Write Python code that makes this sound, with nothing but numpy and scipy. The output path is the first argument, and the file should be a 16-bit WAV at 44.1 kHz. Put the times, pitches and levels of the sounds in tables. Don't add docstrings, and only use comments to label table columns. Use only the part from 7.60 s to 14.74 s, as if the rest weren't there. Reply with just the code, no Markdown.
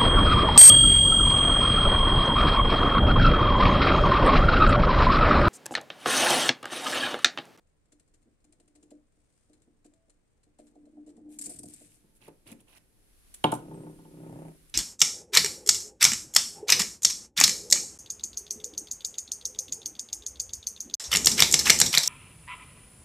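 import sys
import numpy as np
from scipy import signal
from scipy.fft import rfft, irfft
from scipy.io import wavfile
from scipy.ndimage import uniform_filter1d

SR = 44100
rng = np.random.default_rng(int(sys.argv[2]) if len(sys.argv) > 2 else 0)


def transcribe(signal):
    frames = np.atleast_2d(signal).T
    limited = np.clip(frames, -1, 1)
    pcm = np.round(limited * 32767).astype(np.int16)
    wavfile.write(sys.argv[1], SR, pcm)


N = 314874
T = np.arange(N) / SR
RING_T = T[:SR // 2]
TOP_HZ = 15600


def undb(db):
    return 10 ** (np.asarray(db) / 20)


def gains(table):
    s, *columns = np.transpose(table)
    inside = 1. * ((T >= s[0]) & (T <= s[-1]))
    gate = uniform_filter1d(inside, size=400)
    return [gate * undb(np.interp(T, s, column)) for column in columns]


def envelope(start_s, length_s, attack_s, release_s):
    rise = np.clip((T - start_s) / attack_s, 0, 1)
    return rise * np.exp(-np.clip(T - start_s - length_s, 0, 1) / release_s)


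def unit(x):
    return x / np.sqrt(np.mean(x ** 2))


def peak(x):
    return x / np.abs(x).max()


def even(x):
    power = uniform_filter1d(np.mean(x ** 2, axis=0), size=2400)
    return x / np.sqrt(power + 1e-12)


def band(x, hz, kind, order=2):
    sos = signal.butter(order, np.minimum(hz, SR / 2 - 1), kind, fs=SR, output="sos")
    return signal.sosfilt(sos, x)


def slow_noise(hz, kind="low", size=N):
    return unit(band(rng.standard_normal(size), hz, kind))


def colour(x, points):
    hz, db = np.transpose(points)
    f = np.fft.rfftfreq(x.shape[-1], 1 / SR)
    gain = undb(np.interp(np.log(f + 1), np.log(hz), db))
    return irfft(rfft(x) * gain, x.shape[-1])


def noise(size, wide_hz=900):
    mid, side = rng.standard_normal((2, size))
    side = band(side, wide_hz, "high", order=1)
    return np.array([mid + side, mid - side])


def pan(x, db):
    return x * undb(np.array([[db], [-db]]) / 2)


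def add(out, s, x):
    i = max(int(s * SR), 0)
    out[:, i:i + x.shape[1]] += x[:, :max(N - i, 0)]


def through(x, response):
    return signal.fftconvolve(np.atleast_2d(x), response, axes=1)[:, :N]


# frequency in Hz, phase between the ears in rad.
EARS_APART = [(120, .15), (280, 0.2), (520, 0.85), (740, 1.42), (900, 1.16), (1400, 2.3), (2500, 0.96)]


def ears(hz):
    return np.interp(hz, *np.transpose(EARS_APART)) * np.array([[.5], [-.5]])


def ring(modes, rise_s):
    out = 0
    for k, (hz, db, t60) in enumerate(modes):
        fade = np.exp(-np.log(1000) * RING_T / t60)
        out = out + (-1) ** k * undb(db) * np.sin(2 * np.pi * hz * RING_T + ears(hz)) * fade
    return out * (1 - np.exp(-RING_T / rise_s))


def bending_wave(hz, length_s):
    t = RING_T - 1.516 * length_s
    return np.exp(-(t / length_s) ** 2) * np.sin(2 * np.pi * hz * t + ears(hz))


def friction(points, grain_db, grain_hz):
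    catch = slow_noise(grain_hz)
    return unit(colour(noise(N) * undb(grain_db * catch), points))


def rasp(points, grain_db, grain_hz):
    edges = np.geomspace(400, TOP_HZ, 9)
    hiss, out = noise(N), 0
    for low, high in zip(edges, edges[1:]):
        catch = slow_noise(grain_hz)
        out = out + band(hiss, [low, high], "band", order=3) * undb(grain_db * catch)
    return unit(colour(out, points))


def ticks(events, points, snap_s, tail_s, tail_db, rise_s, scratch_db, grain_db):
    out, t = np.zeros((2, N)), T[:SR // 4]
    margin = SR // 100
    for s, db, length_s, hz in events:
        after = np.maximum(t - length_s, 0)
        decay = np.exp(-after / snap_s) + undb(tail_db) * np.exp(-after / tail_s)
        shape = decay * (1 - np.exp(-t / rise_s))
        catch = slow_noise(600, size=len(t))
        drag = noise(len(t)) * shape * undb(grain_db * catch)
        drag = np.pad(drag, ((0, 0), (margin, margin)))
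        scratch = band(drag, [hz / 1.16, hz * 1.06], "band")
        tick = unit(colour(drag, points)) + undb(scratch_db) * unit(scratch)
        add(out, s - margin / SR, undb(db) * peak(tick))
    return out


# frequency in Hz, relative level in dB per Hz.
QUIET = [(12, -32), (20, 7.5), (41, -3.5), (92, -7), (153, -10), (306, -19.5), (352, -18), (465, -17),
         (811, -27.5), (2210, -32), (3080, -37.5), (5850, -41), (8640, -36.5), (11100, -51.5), (15500, -53)]
# frequency in Hz, relative level in dB per Hz.
HISS = [(12, -41), (20, 0), (56, 0), (112, -23), (202, -18), (266, -15.5), (382, -20.5), (452, -30.5),
        (581, -25.5), (725, -26), (834, -31), (1630, -26.5), (7310, -30), (10800, -21.5), (15500, -41.5)]
# time in seconds, relative level in dB.
HISS_LEVEL = [(4.3, -81.5), (4.45, -83.5), (5.3, -83.5), (5.8, -72.5), (6.05, -76), (7.14, -75.5)]


def background():
    quiet = undb(-70) * unit(colour(noise(N, wide_hz=80), QUIET))
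    hiss = colour(noise(N, wide_hz=40.04), HISS)
    hiss /= np.std(band(hiss, 9660, "high"))
    treble = band(hiss, 6800, "high", order=1)
    return quiet + gains(HISS_LEVEL)[0] * (undb(7.0) * treble + undb(6.5) * (hiss - treble))


# mode in Hz, relative level in dB, t60 in seconds.
BOARD_EDGE = [(107, -46, 0.2), (187, -21.5, 0.13), (234, -11.5, 0.26), (299.9, -2, 0.18), (349.3, -8, 0.13),
              (376.6, -9.5, 0.085), (453, -5, 0.11), (506, -12.5, 0.19), (611, -4.5, 0.062),
              (705.6, -5, 0.076), (822, -3, 0.041)]


def edge_board():
    return ring(BOARD_EDGE, rise_s=0.00017)


# pitch in Hz, waver in Hz, relative level in dB.
HUM = [(299.2, 8.84, 1), (240, 9, -11)]


def hum():
    out = 0
    for hz, waver_hz, db in HUM:
        pitch = hz + waver_hz * slow_noise(28.0)
        swell = undb(1.2 * slow_noise([6, 16], "band"))
        out = out + undb(db) * swell * np.sin(2 * np.pi * np.cumsum(pitch) / SR)
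    return unit(out)


# time in seconds, relative rumble level in dB.
LEAN = [(0.0, -85), (0.42, -73), (0.6, -72.5), (0.69, -58), (0.78, -85), (0.88, -64), (1.1, -65.5),
        (1.28, -61.5), (1.48, -83), (1.85, -76), (1.95, -62), (2.15, -72), (2.95, -84), (3.02, -59),
        (3.22, -62.5), (3.31, -67), (3.38, -58.5), (3.9, -50), (4.08, -61), (4.17, -64), (4.45, -73)]
# start in seconds, length in seconds, relative level in dB.
SWAYS = [(1.146, .12, -73), (1.31, 0.027, -58.5), (2.999, 0.073, -67.5), (3.153, .035, -55.5),
         (3.228, 0.019, -56.5), (3.325, .035, -56), (3.367, 0.022, -50), (3.461, 0.025, -53),
         (3.558, 0.066, -53.5), (3.652, 0.06, -53), (3.792, 0.043, -57), (3.878, 0.034, -50.5),
         (4.034, 0.036, -52.5)]
# time in seconds, level in dB.
TRUNDLE = [(3.8, -97), (3.88, -68), (4.0, -63.5), (4.06, -53), (4.14, -73.5), (4.23, -63), (4.35, -84)]


def first_top_rumble():
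    push = colour(rng.standard_normal(N), [(200, 3.5), (300, 2), (450, -5.5), (800, -13.5), (1600, -8)])
    rough = even(through(push, edge_board()))
    lean = gains(LEAN)[0]
    uneven = undb(2.5 * slow_noise([6, 22], "band"))
    sway = sum(undb(db) * envelope(s, length, attack_s=0.011, release_s=.036) for s, length, db in SWAYS)
    rolling = undb(-8.5) * lean * uneven * rough
    humming = sway * (.78 * hum() + .3 * rough)
    bass = unit(band(noise(N), [80, 190], "band"))
    return rolling + humming + (gains(TRUNDLE)[0] + undb(-21.5) * lean) * bass


# time in seconds, relative peak level in dB,
# length in seconds, pitch of the scratch in Hz.
SLIPS = [(0.07, -69, .003, 7950), (0.2544, -67, 0.0033, 8300), (0.3197, -52, 0.007, 7340),
         (0.396, -55.5, 0.005, 8400), (0.476, -64, .004, 8400), (0.538, -55, 0.0087, 7300),
         (0.625, -64.5, .005, 7400), (0.802, -70, .003, 8240), (0.841, -57, 0.009, 7360),
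         (0.9226, -52, 0.0047, 9270), (0.999, -54, 0.0032, 7630), (1.076, -56.5, 0.0075, 9600),
         (1.151, -53.5, 0.0099, 8400), (1.226, -52, 0.0066, 7160), (1.304, -54, 0.0065, 7700),
         (1.931, -56, 0.005, 7600), (2.018, -58.5, 0.0039, 8000), (2.244, -53, 0.022, 7800),
         (2.335, -55.5, .004, 7550), (2.495, -51, 0.0096, 8900), (2.831, -59.5, .005, 8800),
         (2.985, -53, 0.021, 8640), (3.067, -55.5, 0.016, 8400), (3.15, -64.5, 0.0049, 7200),
         (3.253, -63.5, 0.0056, 8650), (3.462, -56, 0.023, 8140), (3.488, -57, 0.018, 8050),
         (3.566, -58.5, 0.0053, 8300)]


def tip_hiss():
    steady = undb(-86)
    wander = undb(-79.5) * np.exp(-((T - 1.786) / 0.19) ** 2)
    skid_db = -43.5
    skids = sum(undb(db + skid_db) * envelope(s, 0, attack_s=0.0041, release_s=0.072) for s, db, _, _ in SLIPS)
    return (steady + wander + skids) * (T < RIM_HITS[0][0])


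# frequency in Hz, relative level in dB per Hz.
SLIP_COLOUR = [(900, -8.5), (2000, -6.5), (3500, -8), (5000, -7), (6300, -5.5), (7500, -1.5), (8800, 3),
               (10000, -7.5), (12000, -15.5), (13500, -32), (16000, -48)]
# mode in Hz, relative level in dB, t60 in seconds.
STEM_MODES = [(4136, -6, 0.062), (7030, 6.5, 0.019), (7500, 5.5, 0.027), (8660, -6, 0.025),
              (9030, -11, 0.031)]


def first_top_tip():
    tip = undb(2.0) * ticks(SLIPS, SLIP_COLOUR, snap_s=0.0071, tail_s=0.015, tail_db=-9,
                            rise_s=0.0012, scratch_db=-14.5, grain_db=3.0)
    for s, db, _, _ in SLIPS:
        mix_db = np.outer(3 * rng.standard_normal(len(STEM_MODES)), [0, 1, 0])
        stem = peak(ring(np.array(STEM_MODES) + mix_db, rise_s=0.0014))
        add(tip, s + .002, undb(db - 6.5) * stem)
    return tip + tip_hiss() * friction(SLIP_COLOUR, grain_db=3.0, grain_hz=77)


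# time in seconds, relative level in dB,
# relative level of the hard part of the contact in dB.
KNOCKS = [(0.323, -49, -70), (0.402, -58, -83), (0.54, -56, -84), (0.662, -62, -78), (0.844, -53, -73),
          (0.928, -64, -71), (1.001, -52, -69), (1.073, -61, -76), (1.154, -54, -66), (1.229, -45, -78),
          (1.314, -38, -53), (1.569, -58, -76), (1.895, -47.5, -68), (1.932, -56, -78), (2.073, -49, -81),
          (2.249, -42, -61.5), (2.32, -55, -74), (2.481, -59, -69), (2.865, -53.5, -76), (2.99, -40.5, -50),
          (3.156, -40, -56.5), (3.266, -48, -60), (3.371, -54, -58), (3.473, -40.5, -59), (3.575, -43, -60),
          (3.68, -57, -62), (3.866, -33, -61), (3.894, -42, -54), (3.908, -40, -53.5), (3.993, -38.5, -76),
          (4.034, -35, -52), (4.209, -43.5, -58)]


def knocks():
    out = np.zeros((2, N))
    board = edge_board()
    for s, db, hard_db in KNOCKS:
        soft = peak(band(board, [150, 420], "band"))
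        soft += undb(-8.5) * bending_wave(hz=241, length_s=0.00277)
        hz = rng.uniform(540, 650)
        hard = peak(band(board, [0.897 * hz, 1.137 * hz], "band", order=3))
        hard += undb(-1.5) * bending_wave(hz=hz, length_s=0.00096)
        add(out, s, undb(db - 7.5) * soft + undb(hard_db + 3.5) * hard)
    return out


def lingering_tone():
    level = undb(-80.5) * envelope(2.3, 0.15, attack_s=0.027, release_s=0.02)
    return level * unit(np.sin(2 * np.pi * 656 * T))


# time in seconds,
# relative peak level in dB, length in seconds, pitch of the scratch in Hz.
RIM_HITS = [(3.7875, -31, 0.0046, 7730), (3.8125, -32, 0.011, 8400), (3.838, -34.5, 0.0087, 7600),
            (3.851, -39, 0.0047, 7300), (3.858, -32, 0.0074, 8150), (3.894, -34.5, 0.011, 9100),
            (3.912, -39.5, 0.013, 8800), (3.9355, -43, 0.011, 9000), (3.96, -43.5, 0.0061, 8400),
            (3.988, -36, 0.0059, 8800), (4.0317, -40.5, 0.0051, 8600), (4.0552, -45.5, 0.0068, 8460),
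            (4.078, -54, 0.0045, 7350), (4.097, -49, 0.0057, 8600), (4.136, -41.5, 0.005, 8400)]
# frequency in Hz, relative level in dB per Hz.
RIM_COLOUR = [(600, -25), (1300, -27), (2280, -20), (2850, -23.5), (4100, -17), (4400, -12.5), (6500, -7.5),
              (7500, -14.5), (8900, 2), (10000, -5.5), (13000, -15.5), (13800, -38), (15500, -50)]
# start in seconds, length in seconds, relative level in dB.
SLIDES = [(3.023, 0.024, -70), (3.684, 0.059, -59), (3.785, 0.18, -57.5), (4.054, 0.21, -58),
          (4.284, 0.064, -64)]
# frequency in Hz, relative level in dB per Hz.
SLIDE_COLOUR = [(600, -37), (1300, -17), (2300, -10.5), (3000, -10.5), (4400, -13), (6500, -12),
                (7500, -1.5), (8700, 0.5), (9800, -5), (13000, -14), (13800, -42), (15500, -55)]


def first_top_rim():
    rim = undb(5.5) * ticks(RIM_HITS, RIM_COLOUR, snap_s=0.0048, tail_s=0.024, tail_db=-13.0,
                            rise_s=0.0003, scratch_db=-1.0, grain_db=-1.5)
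    sliding = sum(undb(db) * envelope(s, length, attack_s=0.048, release_s=0.036) for s, length, db in SLIDES)
    rasping = .85 * rasp(SLIDE_COLOUR, grain_db=3, grain_hz=200)
    catching = .5 * friction(RIM_COLOUR, grain_db=8, grain_hz=350)
    return rim + sliding * (rasping + catching)


def first_top():
    return first_top_rumble() + lingering_tone() + pan(first_top_tip(), db=4) + pan(first_top_rim(), db=2.5)


# start in seconds, length in seconds,
# relative level of the rub in dB, relative level of the board's rumble in dB.
STROKES = [(4.603, 0.089, -66, -63), (4.855, 0.075, -60, -53.5), (4.987, 0.028, -73, -69),
           (5.065, 0.075, -67.5, -83), (5.136, 0.047, -63.5, -86)]
# frequency in Hz, relative level in dB per Hz.
RUB_COLOUR = [(500, -6), (1000, -6.5), (1600, -9), (2600, -3.5), (4500, -13.5), (7000, -17.5),
              (10500, -7.5), (13000, -22), (15500, -20)]
# mode in Hz, relative level in dB, t60 in seconds.
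BOARD_MIDDLE = [(122.8, -11, 0.24), (158.3, -9.5, 0.19), (223, -6.5, 0.11), (290, -4, 0.12),
                (316, -5.5, 0.12), (379, -1, 0.056), (448, -7.5, 0.078), (515, -7, 0.098), (563, -2, 0.061),
                (670, 1, 0.037), (749.4, -0.5, 0.099), (783, -10, .05), (881.3, 6.5, 0.065),
                (916, 1.5, .06), (1022, -5.5, 0.096), (1132, -7, 0.045), (1270, -13.5, 0.13),
                (1438, -8, 0.058)]


def finger_strokes():
    attack_s, rub_release_s, press_release_s = 0.018, 0.0034, 0.03
    rub, press = 0, undb(-72) * envelope(4.1, 1.44, attack_s, press_release_s)
    for s, length, rub_db, press_db in STROKES:
        rub = rub + undb(rub_db) * envelope(s, length, attack_s, rub_release_s)
        press = press + undb(press_db) * envelope(s, length, attack_s, press_release_s)
    push = band(rng.standard_normal(N), 440, "low", order=3)
    rubbing = undb(4.5) * rub * rasp(RUB_COLOUR, grain_db=4, grain_hz=200)
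    pressing = undb(-4.0) * press * even(through(push, ring(BOARD_MIDDLE, rise_s=0.0015)))
    pressing += undb(-14.0) * press * unit(band(push, [60, 220], "band"))
    return pan(rubbing, db=-4.5) + pressing


# time in seconds, peak level in dB,
# softness as a cut-off in Hz.
THUMPS = [(4.438, -53, 370), (4.6783, -37.5, 616), (4.917, -37.5, 290)]


def thumps():
    out = np.zeros((2, N))
    board = ring(BOARD_MIDDLE, rise_s=0.00088) * np.exp(-RING_T / 0.041)
    for s, db, hz in THUMPS:
        thud = noise(len(RING_T)) * (1 - np.exp(-RING_T / 0.0034)) * np.exp(-RING_T / 0.018)
        body = peak(band(board, [120, hz], "band"))
        body += undb(-2.5) * peak(band(thud, [150, hz], "band"))
        body += undb(-8.5) * bending_wave(hz=0.675 * hz, length_s=2 / hz)
        add(out, s, undb(db) * peak(body))
    return out


# time in seconds, relative peak level in dB, length in seconds, pitch in Hz.
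CLICKS = [(4.55, -58, 0.028, 11000), (4.649, -59, .001, 3000), (4.678, -55, .003, 1250),
          (4.873, -47, 0.0053, 5170), (4.888, -64, 0.0018, 2800), (4.9162, -44, 0.001, 11900),
          (4.917, -48, 0.002, 2500), (5.003, -54, 0.0091, 10000), (5.1711, -55, 0.0049, 5440),
          (5.7403, -36.5, 0.0014, 10500), (5.7444, -38.5, .002, 10000), (5.8392, -26.5, 0.0011, 9500),
          (5.9179, -30, 0.0026, 9300), (5.9382, -34.5, .001, 9000), (5.9497, -40.5, .001, 10800),
          (7.0963, -46.5, .001, 10200)]
# frequency in Hz, relative level in dB per Hz.
CLICK_COLOUR = [(1000, -20.5), (2800, -10), (5000, -13), (7500, -4.5), (10500, -0.5), (12500, -8),
                (15500, -21)]


def clicks():
    contacts = undb(6.5) * ticks(CLICKS, CLICK_COLOUR, snap_s=0.0021, tail_s=0.012, tail_db=-6.5,
                                 rise_s=0.00045, scratch_db=-9, grain_db=4.0)
    return pan(contacts, db=-1.0)


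def rattle(low_hz, high_hz, fade_s):
    burst = noise(len(RING_T)) * (1 - np.exp(-RING_T / 0.00045))
    return peak(band(burst, [low_hz, high_hz], "band", order=3) * np.exp(-RING_T / fade_s))


def board_boom():
    boom = peak(ring(BOARD_MIDDLE, rise_s=0.00048))
    boom += undb(-8.5) * rattle(280, 1000, fade_s=0.014)
    boom += undb(-19.0) * bending_wave(hz=159.0, length_s=0.01322)
    boom += undb(-40.5) * peak(ring([(99, 0, 0.18)], rise_s=.008))
    return boom


# mode in Hz, relative level in dB, t60 in seconds.
TOP_MODES = [(2190, -5, 0.021), (2350, -11, 0.017), (2766, -4.5, 0.029), (2860, -7.5, 0.039),
             (3070, 7.5, 0.011), (3275, -3.5, 0.022), (3670, -4.5, 0.012)]


def top_clack():
    clack = peak(ring(TOP_MODES, rise_s=0.00095))
    clack += undb(-7) * rattle(1900, 3900, fade_s=0.0071)
    clack += undb(-22.0) * rattle(2200, 3700, fade_s=0.051)
    clack += undb(-13.5) * rattle(1100, 3800, fade_s=0.001)
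    return clack


# time in seconds, level of the board in dB, level of the top's own clack in dB.
DROP_AND_TAPS = [(5.8408, -10, -15), (5.9217, -17, -36.5), (6.11, -41.5, -69), (6.141, -48, -62),
                 (6.266, -46, -71), (6.388, -50, -65), (6.449, -50.5, -62)]


def drop_and_taps():
    out = np.zeros((2, N))
    for s, board_db, clack_db in DROP_AND_TAPS:
        add(out, s, undb(clack_db) * pan(top_clack(), db=-7.5))
        add(out, s + 0.00056, undb(board_db) * board_boom())
    return out


# time in seconds, turns a second.
SPIN = [(6.0, 33.3), (6.3, 32.7), (6.62, 32.5), (6.72, 32.2), (6.9, 31.7), (7.14, 30.5)]
# multiple of the turn rate, relative level in dB.
TIP_TONES = [(4, -12), (5, -0.5), (7, -11.5), (8, -9), (9, -4), (10, -6), (11, -12), (12, -7), (14, -16),
             (15, -13), (17, -14.5)]


def tip_profile(turns):
    out = 0
    for order, db in TIP_TONES:
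        wander = .35 * slow_noise(6)
        phase = 2 * np.pi * (order * turns + rng.random()) + wander + ears(order * SPIN[0][1])
        out = out + undb(db) * np.sin(phase)
    return unit(out)


# time in seconds, relative whirr level in dB.
WHIRR = [(5.98, -52), (6.04, -47.5), (6.14, -43.5), (6.28, -46), (6.37, -55), (6.49, -55), (6.57, -49.5),
         (6.77, -43), (6.9, -48.5), (6.95, -67.5), (7.14, -74)]
# time in seconds, strength of each bump in dB.
DRUMMING = [(5.98, -46.5), (6.16, -42.5), (6.3, -45), (6.41, -67), (6.62, -43), (6.72, -39), (6.89, -39),
            (6.96, -66)]
# frequency in Hz, relative level in dB per Hz.
PUSH_COLOUR = [(70, 6), (125, -1), (161, 3), (195, 6), (230, -12), (305, -2.5), (390, -1.5), (520, -7.5),
               (750, -40), (900, -21), (1300, -9), (2000, -27)]
# frequency in Hz, relative level in dB per Hz.
GRIT_COLOUR = [(800, -10), (1400, 9.5), (2700, 8.5), (4500, -18), (7000, 0.5), (10500, 6), (13000, -37),
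               (15500, -26)]


def second_top():
    turns = np.cumsum(np.interp(T, *np.transpose(SPIN))) / SR
    turns -= np.interp(6.7882, T, turns)
    beats = np.floor(turns + .014 * slow_noise(30))
    bumps = unit(np.diff(beats, prepend=beats[0]) * undb(.8 * rng.standard_normal(N)))
    load = np.exp(-(turns % 1) / .25)
    whirr, bump = gains(WHIRR)[0], gains(DRUMMING)[0]

    board = ring(BOARD_MIDDLE, rise_s=0.0033)
    low = colour(rng.standard_normal(N), PUSH_COLOUR)
    rolling = .8 * tip_profile(turns) + .56 * even(through(low, board))
    rolling *= .85 + .6 * uniform_filter1d(load, size=200)

    damped = board * np.exp(-RING_T / .016)
    high = band(bumps + (.15 + 1.1 * load) * rng.standard_normal(N), [380, 950], "band")
    ringing = undb(-20.5) * bump * even(through(high, damped))

    first_wave = 1.05 * bending_wave(hz=660, length_s=.0013)
    direct = undb(-2) * bump * through(bumps / np.mean(bumps[bumps > 0]), first_wave)
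    grinding = (.5 + load) * friction(GRIT_COLOUR, grain_db=1.5, grain_hz=150)
    return undb(0.5) * whirr * rolling + ringing + direct + undb(-25.5) * bump * grinding


# time in seconds, pitch in Hz, level in dB.
SQUEAK = [(6.13, 8300, -93), (6.139, 8460, -64), (6.156, 8260, -61), (6.175, 8440, -71), (6.215, 8660, -64),
          (6.245, 8500, -74), (6.275, 8750, -95), (6.305, 8840, -67), (6.345, 8700, -72), (6.39, 8670, -73)]


def squeak():
    s, hz, db = np.transpose(SQUEAK)
    pitch = np.interp(T, s, hz) + 90 * slow_noise(192)
    level = gains(np.transpose([s, db]))[0]
    return level * np.sin(2 * np.pi * np.cumsum(pitch) / SR)


# frequency in Hz, relative level in dB per Hz.
ROOM_COLOUR = [(80, -27.5), (130, 0.5), (400, -1.5), (900, -4.5), (1600, -1.5), (3000, -10.5), (6000, -6),
               (15000, -12.5)]


def room(x, t60_low_s, t60_high_s, wet_db):
    tail = colour(noise(len(RING_T)), ROOM_COLOUR)
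    low = band(tail, 640, "low")
    fade = -np.log(1000) * RING_T
    response = low * np.exp(fade / t60_low_s) + (tail - low) * np.exp(fade / t60_high_s)
    response *= 1 - np.exp(-RING_T / 0.011)
    return x + undb(wet_db) * through(x, response / np.sqrt(np.sum(response ** 2) / 2))


def scene():
    near = first_top() + knocks() + finger_strokes() + thumps() + clicks()
    near += drop_and_taps() + second_top() + squeak()
    return room(near, t60_low_s=0.31, t60_high_s=0.24, wet_db=-14.0) + background()


def record(dry):
    return signal.sosfilt(signal.ellip(8, .2, 70, TOP_HZ, fs=SR, output="sos"), dry)


dry = scene()
out = record(dry)
transcribe(out)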